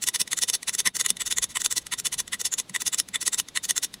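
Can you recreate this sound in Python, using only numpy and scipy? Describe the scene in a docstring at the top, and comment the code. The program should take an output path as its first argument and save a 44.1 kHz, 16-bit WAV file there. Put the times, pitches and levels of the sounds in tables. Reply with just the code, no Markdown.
"""Hand winch outdoors.

A winch is cranked about two and a half turns a second, hoisting a load from a pit. At each tooth the pawl rasps
up the steel flank and snaps down, ringing wheel and frame; once a heavy clack crunches the frame. Between runs
of teeth the gear ticks lightly. The post knocks and thuds over faint air and wind."""
import sys
import numpy as np
from scipy import signal
from scipy.fft import rfft, irfft
from scipy.io import wavfile
from scipy.ndimage import uniform_filter1d

SR = 44100
rng = np.random.default_rng(int(sys.argv[2]) if len(sys.argv) > 2 else 0)


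def wav_record(signal):
    """Record a signal, one row per channel, as 16-bit PCM in the file named by sys.argv[1]."""
    frames = np.transpose(np.atleast_2d(signal))
    bounded = np.clip(frames, -1, 1)
    # unit amplitude maps onto the largest positive 16-bit level
    quanta = np.round(bounded * 32767).astype(np.int16)
    wavfile.write(sys.argv[1], SR, quanta)


N = 176400
TAPS = 4096
HZ = np.fft.rfftfreq(TAPS, 1 / SR)

# Pawl passing a tooth. Each row: snap time in seconds, snap in dB, rasp in dB,
# frame clank lift in dB, high ping lift in dB, kind of contact.
TEETH = [(0.0397, -23.5, -30, -4.5, 9.5, "glint"), (0.0878, -11.5, -23, -7, 0, "crack"),
         (.1603, -18, -23, -6, -4, "plain"), (0.2161, -14, -21, -9, -5.5, "plain"),
         (0.3321, -16.5, -27, 3, 0, "clank"), (0.389, -21, -29, -4.5, 4.5, "glint"),
         (0.4365, -14, -21, -10.5, -2.5, "crack"), (0.5, -15.5, -24, -4, -0.5, "plain"),
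         (0.552, -18.5, -20, -10, -8, "plain"), (.6946, -18, -24.5, 2.5, .5, "clank"),
         (0.751, -22, -31, -5.5, 6.5, "glint"), (0.8042, -18.5, -21.5, -5.5, -2, "crack"),
         (0.8744, -12, -20.5, 4, -7, "plain"), (0.9683, -19.5, -28.5, -7.5, 0, "glint"),
         (1.0127, -15.5, -23.5, -2, 2.5, "crack"), (1.0634, -15, -30.5, 7.5, 5.5, "plain"),
         (1.1045, -10, -27, -5.5, -5, "plain"), (1.22, -20.5, -28.5, 8.5, 7, "clank"),
         (1.2778, -24.5, -28.5, -7, 3.5, "glint"), (1.3258, -18.5, -23.5, 1, 1, "crack"),
         (1.3848, -18, -34, 3.5, 17, "ping"), (1.4419, -17.5, -23, -5, 0, "plain"),
         (1.5712, -17.5, -29.5, 13.5, 6, "clank"), (1.6184, -22, -31, -5.5, 3, "glint"),
         (1.6618, -14, -24, -6.5, 2, "plain"), (1.726, -20, -28, -4, 8.5, "ting"),
         (1.781, -17, -23, -9, -1, "plain"), (1.9381, -23, -26.5, 9, 0.5, "clank"),
         (2.0004, -24.5, -30, -8, 2, "glint"), (2.07, -16.5, -23, -4, 0, "plain"),
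         (2.1419, -23.5, -26.5, -3.5, -2, "plain"), (2.2033, -19.5, -24, -4.5, 1.5, "plain"),
         (2.344, -38, -26.5, 10, 2, "clank"), (2.415, -21.5, -31.5, -6.5, 3.5, "glint"),
         (2.4679, -42, -21.5, -6.5, -1, "plain"), (2.5393, -22, -31.5, 0.5, 17, "ping"),
         (2.6006, -20, -24.5, -4.5, 2, "plain"), (2.7623, -19, -29.5, 9, 5, "clank"),
         (2.8208, -19, -31.5, -6, -1, "glint"), (2.8795, -16, -23, -5.5, 2.5, "plain"),
         (2.9458, -24, -28.5, 2.5, 10, "ting"), (3.0006, -12, -22.5, -10, -2.5, "plain"),
         (3.159, -19.5, -29, 14.5, 5.5, "clank"), (3.2283, -26, -29, -5, 2, "glint"),
         (3.2792, -13.5, -22, -5.5, -0.5, "plain"), (3.3457, -25, -29, 2.5, 12.5, "ting"),
         (3.4, -14, -22.5, -8.5, -6.5, "plain"), (3.574, -19, -28, 12, 4.5, "clank"),
         (3.6535, -24.5, -30.5, -11, 3.5, "glint"), (3.7092, -14.5, -21, -8.5, -5, "crack"),
         (3.7796, -18.5, -28, 0, 5.5, "ting"), (3.8472, -20.5, -22, -7, -2, "plain")]


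def amp(db):
    """Decibels to gain."""
    return 10 ** (np.asarray(db) / 20)


def unit(x):
    """Scale to rms 1."""
    return x / np.sqrt(np.mean(x ** 2) + 1e-20)


def add(mix, start_s, sound):
    """Mix a sound in, cropped at both ends."""
    at = round(start_s * SR)
    part = mix[max(at, 0):max(at + len(sound), 0)]
    part += sound[max(-at, 0):][:len(part)]


def curve_at(points, hz):
    """Interpolate (Hz, value) points over log frequency."""
    point_hz, value = np.transpose(points)
    return np.interp(np.log(hz + 1), np.log(point_hz + 1), value)


def peaks(modes):
    """Summed resonance curves over HZ."""
    return sum(lift / (1 + (2 * (HZ - hz) / width_hz) ** 2) for hz, width_hz, lift in modes)


def shaped_noise(size, db_at):
    """Unit-rms noise with spectral shape db_at(hz)."""
    gain = amp(db_at(np.fft.rfftfreq(size, 1 / SR)))
    return unit(irfft(rfft(rng.standard_normal(size)) * gain, size))


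def band_noise(hz, width_hz, size):
    """Noise in one steep resonance."""
    return shaped_noise(size, lambda f: -20 * np.log10(1 + (2 * (f - hz) / width_hz) ** 2))


def open_air():
    """Steady hush and low wind rumble; the level dips briefly once."""
    # Hush spectrum. Each row: frequency in Hz, relative level in dB.
    air_shape = [(20, -10), (40, -16.5), (80, 0), (180, 6.5), (450, -3), (700, -6), (1500, -9.5),
                 (2500, -10), (3700, -5.5), (5000, -13), (8000, -18), (12000, -24), (16000, -31)]
    # Wind strength. Each row: time in seconds, relative level in dB.
    wind_curve = [(0, -73), (.35, -59), (.85, -65), (1.0, -56), (1.4, -49), (1.6, -56), (2.15, -52),
                  (2.6, -63), (3.2, -60), (4, -59)]
    t = np.arange(N) / SR
    hush = amp(-54) * shaped_noise(N, lambda f: curve_at(air_shape, f))
    rumble = shaped_noise(N, lambda f: -10 * np.log10((1 + (f / 92) ** 4) * (1 + (25 / (f + 1)) ** 4)))
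    wind_db = np.interp(t, *np.transpose(wind_curve)) - 7
    dip_db = -10 * np.exp(-((t - 0.925) / 0.015) ** 2)
    return amp(dip_db) * (hush + rumble * amp(wind_db))


def rasp(t, rasp_db, snap_db):
    """The pawl scrapes up the flank, sagging just before the snap at t = 0, then rattles out."""
    full_s, rise_s, sag_db, decay_db_per_s = 0.011, 0.0078, -4.5, 1356
    early = np.maximum(-t - full_s, 0) / rise_s
    swell_db = -19 * (np.sqrt(1 + early ** 2) - 1)
    sag = np.clip(1 + t / full_s, 0, 1)
    climb = amp(rasp_db + 1.34 + swell_db + sag_db * sag)
    rattle = np.hypot(amp(rasp_db - 2), amp(snap_db - 17)) * amp(-decay_db_per_s * abs(t))
    noise = rng.standard_normal(len(t))
    grain_db = 1.2 * unit(uniform_filter1d(rng.standard_normal(len(t)), size=24))
    return np.where(t < 0, climb, rattle) * unit(noise * amp(grain_db))


def snap(t, strike_share):
    """The pawl lands: milliseconds of chatter with one hard strike at the crest."""
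    lead_s, rise_s, decay_s = 0.0004, 0.0012, 0.0013
    t = t + lead_s
    envelope = np.exp(-abs(t) / np.where(t < 0, rise_s, decay_s))
    chatter = envelope * rng.choice([-1., 1.], len(t))
    chatter /= np.linalg.norm(chatter)
    strike = np.arange(len(t)) == np.argmin(abs(t))
    force = np.sqrt(strike_share) * strike + np.sqrt(1 - strike_share) * chatter
    return amp(2.5) * np.sqrt(decay_s * SR) * force


def steel_response_db():
    """Frequency response of wheel, pawl and frame, at unit power."""
    # Broad colour. Each row: frequency in Hz, relative level in dB.
    colour = [(150, -24), (450, -23.5), (680, -26), (1000, -16.5), (1600, -14.5), (2600, -12),
              (5000, -14.5), (6000, -7), (7600, -5.5), (8300, -12), (9800, -5), (10650, -6), (11500, -20),
              (13000, -22.5), (15700, -27)]
    # Resonances. Each row: frequency in Hz, width in Hz, lift over the colour in dB.
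    modes = [(1027, 80, 7.5), (1152, 57, -6), (1670, 104, -4.5), (1948, 190, 13), (2950, 210, 7),
             (3496, 121, 14), (3652, 65, 9.5), (3980, 390, 7), (4340, 90, -4.5), (4530, 510, 5.5),
             (5374, 68, 11.5), (5640, 42, 8.5), (6205, 115, 3.5), (6450, 80, 8.5), (7170, 80, 2),
             (7930, 170, 5.5), (8510, 61, 9.5), (8940, 87, 7), (9120, 93, -5.5), (11610, 180, 10),
             (12470, 260, 9.5)]
    db = curve_at(colour, HZ) + peaks(modes)
    return db - 10 * np.log10(np.mean(amp(db) ** 2))


def ring_steel(force, response_db):
    """A force rings the loaded, quickly damped steel, slightly differently at each contact."""
    ripple_db, ripple_width_hz, damping_s = 1.57, 320, 0.009
    smoother = np.exp(-(2 * (HZ[:200] - HZ[100]) / ripple_width_hz) ** 2)
    ripple = unit(signal.oaconvolve(rng.standard_normal(len(HZ)), smoother, "same"))
    varied_db = response_db + ripple_db * ripple
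    varied_db += 10 * np.log10(np.sum(amp(response_db) ** 2) / np.sum(amp(varied_db) ** 2))
    log_gain = np.log(amp(np.r_[varied_db, varied_db[-2:0:-1]]))
    impulse = np.fft.ifft(np.exp(np.conj(signal.hilbert(log_gain)))).real  # minimum phase
    damped = impulse * np.exp(-(np.arange(TAPS) / SR / damping_s) ** 2)
    return signal.fftconvolve(force, damped[:TAPS // 2])


def ratchet():
    """Rasp and snap ring the steel at every tooth, with light ticks and rubs between."""
    # Pawl on tooth, by kind. Each row: strike's share of snap energy, ping in Hz, glint lift in dB.
    contacts = {"plain": (.1, 7150, 0), "crack": (.5, 7150, 0), "clank": (.17, 7850, -2),
                "glint": (.1, 7300, 17), "ping": (.42, 6950, 17), "ting": (.45, 7550, 18)}
    # Frame clank. Each row: frequency in Hz, share of the lift.
    clank_shape = [(300, 0), (750, 0.1), (1100, 0.75), (1550, 0.4), (2100, 0.83), (2650, 0.25),
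                   (3600, 0.32), (5800, -0.27), (7500, 0)]
    # Glinting contact. Each row: frequency in Hz, width in Hz, share of the lift.
    glint_modes = [(1390, 530, 0.367), (14680, 470, 1)]
    # Ticks at the slow point of the turn. Each row: time in seconds, level in dB.
    ticks = [(0.278, -29), (0.6311, -27.5), (1.1703, -29.5), (1.8687, -27.5), (2.2797, -31),
             (2.6973, -32.5), (3.0884, -33), (3.4871, -31.5), (3.9418, -29.5)]
    # Gear rubs. Each row: start in seconds, length in seconds, level in dB.
    rubs = [(1.485, 0.049, -41), (1.807, 0.026, -48.5)]
    ping_width_octaves, brush_s = 0.105, 0.0076
    out = np.zeros(N)
    t = np.arange(-TAPS // 2, TAPS // 2) / SR
    steel_db, clank, glint = steel_response_db(), curve_at(clank_shape, HZ), peaks(glint_modes)
    for at_s, snap_db, rasp_db, clank_db, ping_db, kind in TEETH:
        strike_share, ping_hz, glint_db = contacts[kind]
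        force = rasp(t, rasp_db, snap_db) + amp(snap_db) * snap(t, strike_share)
        ping = np.exp(-0.5 * (np.log2((HZ + 1) / ping_hz) / ping_width_octaves) ** 2)
        response_db = steel_db + clank_db * clank + ping_db * ping + glint_db * glint
        add(out, at_s + t[0], ring_steel(force, response_db))
    for at_s, db in ticks:  # each barely brushes the tooth and nudges the frame
        brush = amp(db - 12.5) * np.exp(-abs(t) / brush_s) * rng.standard_normal(TAPS)
        force = amp(db) * snap(t, strike_share=0.1) + brush
        add(out, at_s + t[0], ring_steel(force, steel_db + 3 * clank))
    for start_s, length_s, db in rubs:
        swell = np.sin(np.pi * np.arange(0, length_s, 1 / SR) / length_s)
        friction = amp(db) * swell * rng.standard_normal(SR)[:len(swell)]
        add(out, start_s, ring_steel(friction, steel_db))
    return out


def wheel_ring(drive):
    """The wheel sings on briefly after each tooth."""
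    # Long-ringing modes. Each row: frequency in Hz, gain in dB, T60 in seconds.
    modes = [(3650, -9, .16), (3730, -7, .22), (9920, -9, .08), (10260, -8, .07), (10560, -11, .06)]
    t = np.arange(SR // 2) / SR
    impulse = np.zeros(len(t))
    for hz, db, t60_s in modes:
        decay = amp(-60 * t / t60_s)
        impulse += amp(db) * 2 * decay / decay.sum() * np.sin(2 * np.pi * hz * t)
    return signal.fftconvolve(drive, impulse)[:N]


def post():
    """The post knocks under each snap and thuds as the load shifts."""
    # Knock resonances. Each row: frequency in Hz, width in Hz, relative level in dB.
    knock_bands = [(273, 210, -47), (405, 46, -49.5), (482, 22, -48.5)]
    # Thuds. Each row: start in seconds, level in dB.
    thuds = [(0.208, -49.5), (0.869, -47), (1.1, -39), (1.48, -47), (2.345, -53), (2.696, -46.5),
             (3.09, -52), (3.938, -50)]
    knock_lead_s, knock_rise_s, knock_db_per_snap_db = 0.0019, 0.0045, 0.28
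    thud_hz, thud_width_hz, thud_rise_s = 190, 74, 0.01
    out = np.zeros(N)
    t = np.arange(2 * TAPS) / SR
    knock_envelope = t / knock_rise_s * np.exp(1 - t / knock_rise_s)
    thud_envelope = t / thud_rise_s * np.exp(1 - t / thud_rise_s)
    for at_s, snap_db, *_ in TEETH:
        knock = sum(amp(db) * band_noise(hz, width_hz, len(t)) for hz, width_hz, db in knock_bands)
        add(out, at_s - knock_lead_s, amp(knock_db_per_snap_db * snap_db) * knock * knock_envelope)
    for start_s, db in thuds:
        tone = np.sin(2 * np.pi * thud_hz * t) + 0.5 * band_noise(thud_hz, thud_width_hz, len(t))
        add(out, start_s, amp(db) * tone * thud_envelope)
    return out


def heavy_clack():
    """A single heavy clack crunches the whole frame."""
    # Crunch bands. Each row: frequency in Hz, width in Hz, level in dB.
    bands = [(235, 540, -42.5), (1920, 220, -30), (2090, 240, -28.5)]
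    at_s, spread_s = 0.873, 0.014
    out = np.zeros(N)
    t = np.arange(-TAPS // 2, TAPS // 2) / SR
    grind = sum(amp(db) * band_noise(hz, width_hz, TAPS) for hz, width_hz, db in bands)
    add(out, at_s + t[0], grind * np.exp(-(t / spread_s) ** 2))
    return out


def scene():
    """The winch straight ahead, the same in both ears."""
    winch = ratchet()
    mono = winch + wheel_ring(winch) + post() + heavy_clack() + open_air()
    return np.array([mono, mono])


def record(dry):
    """Steep low-pass band limit."""
    cutoff_hz = 15900
    lowpass = signal.firwin(511, cutoff_hz, window=("kaiser", 9), fs=SR)
    return signal.oaconvolve(dry, lowpass[None], "same")


dry = scene()
out = record(dry)
wav_record(out)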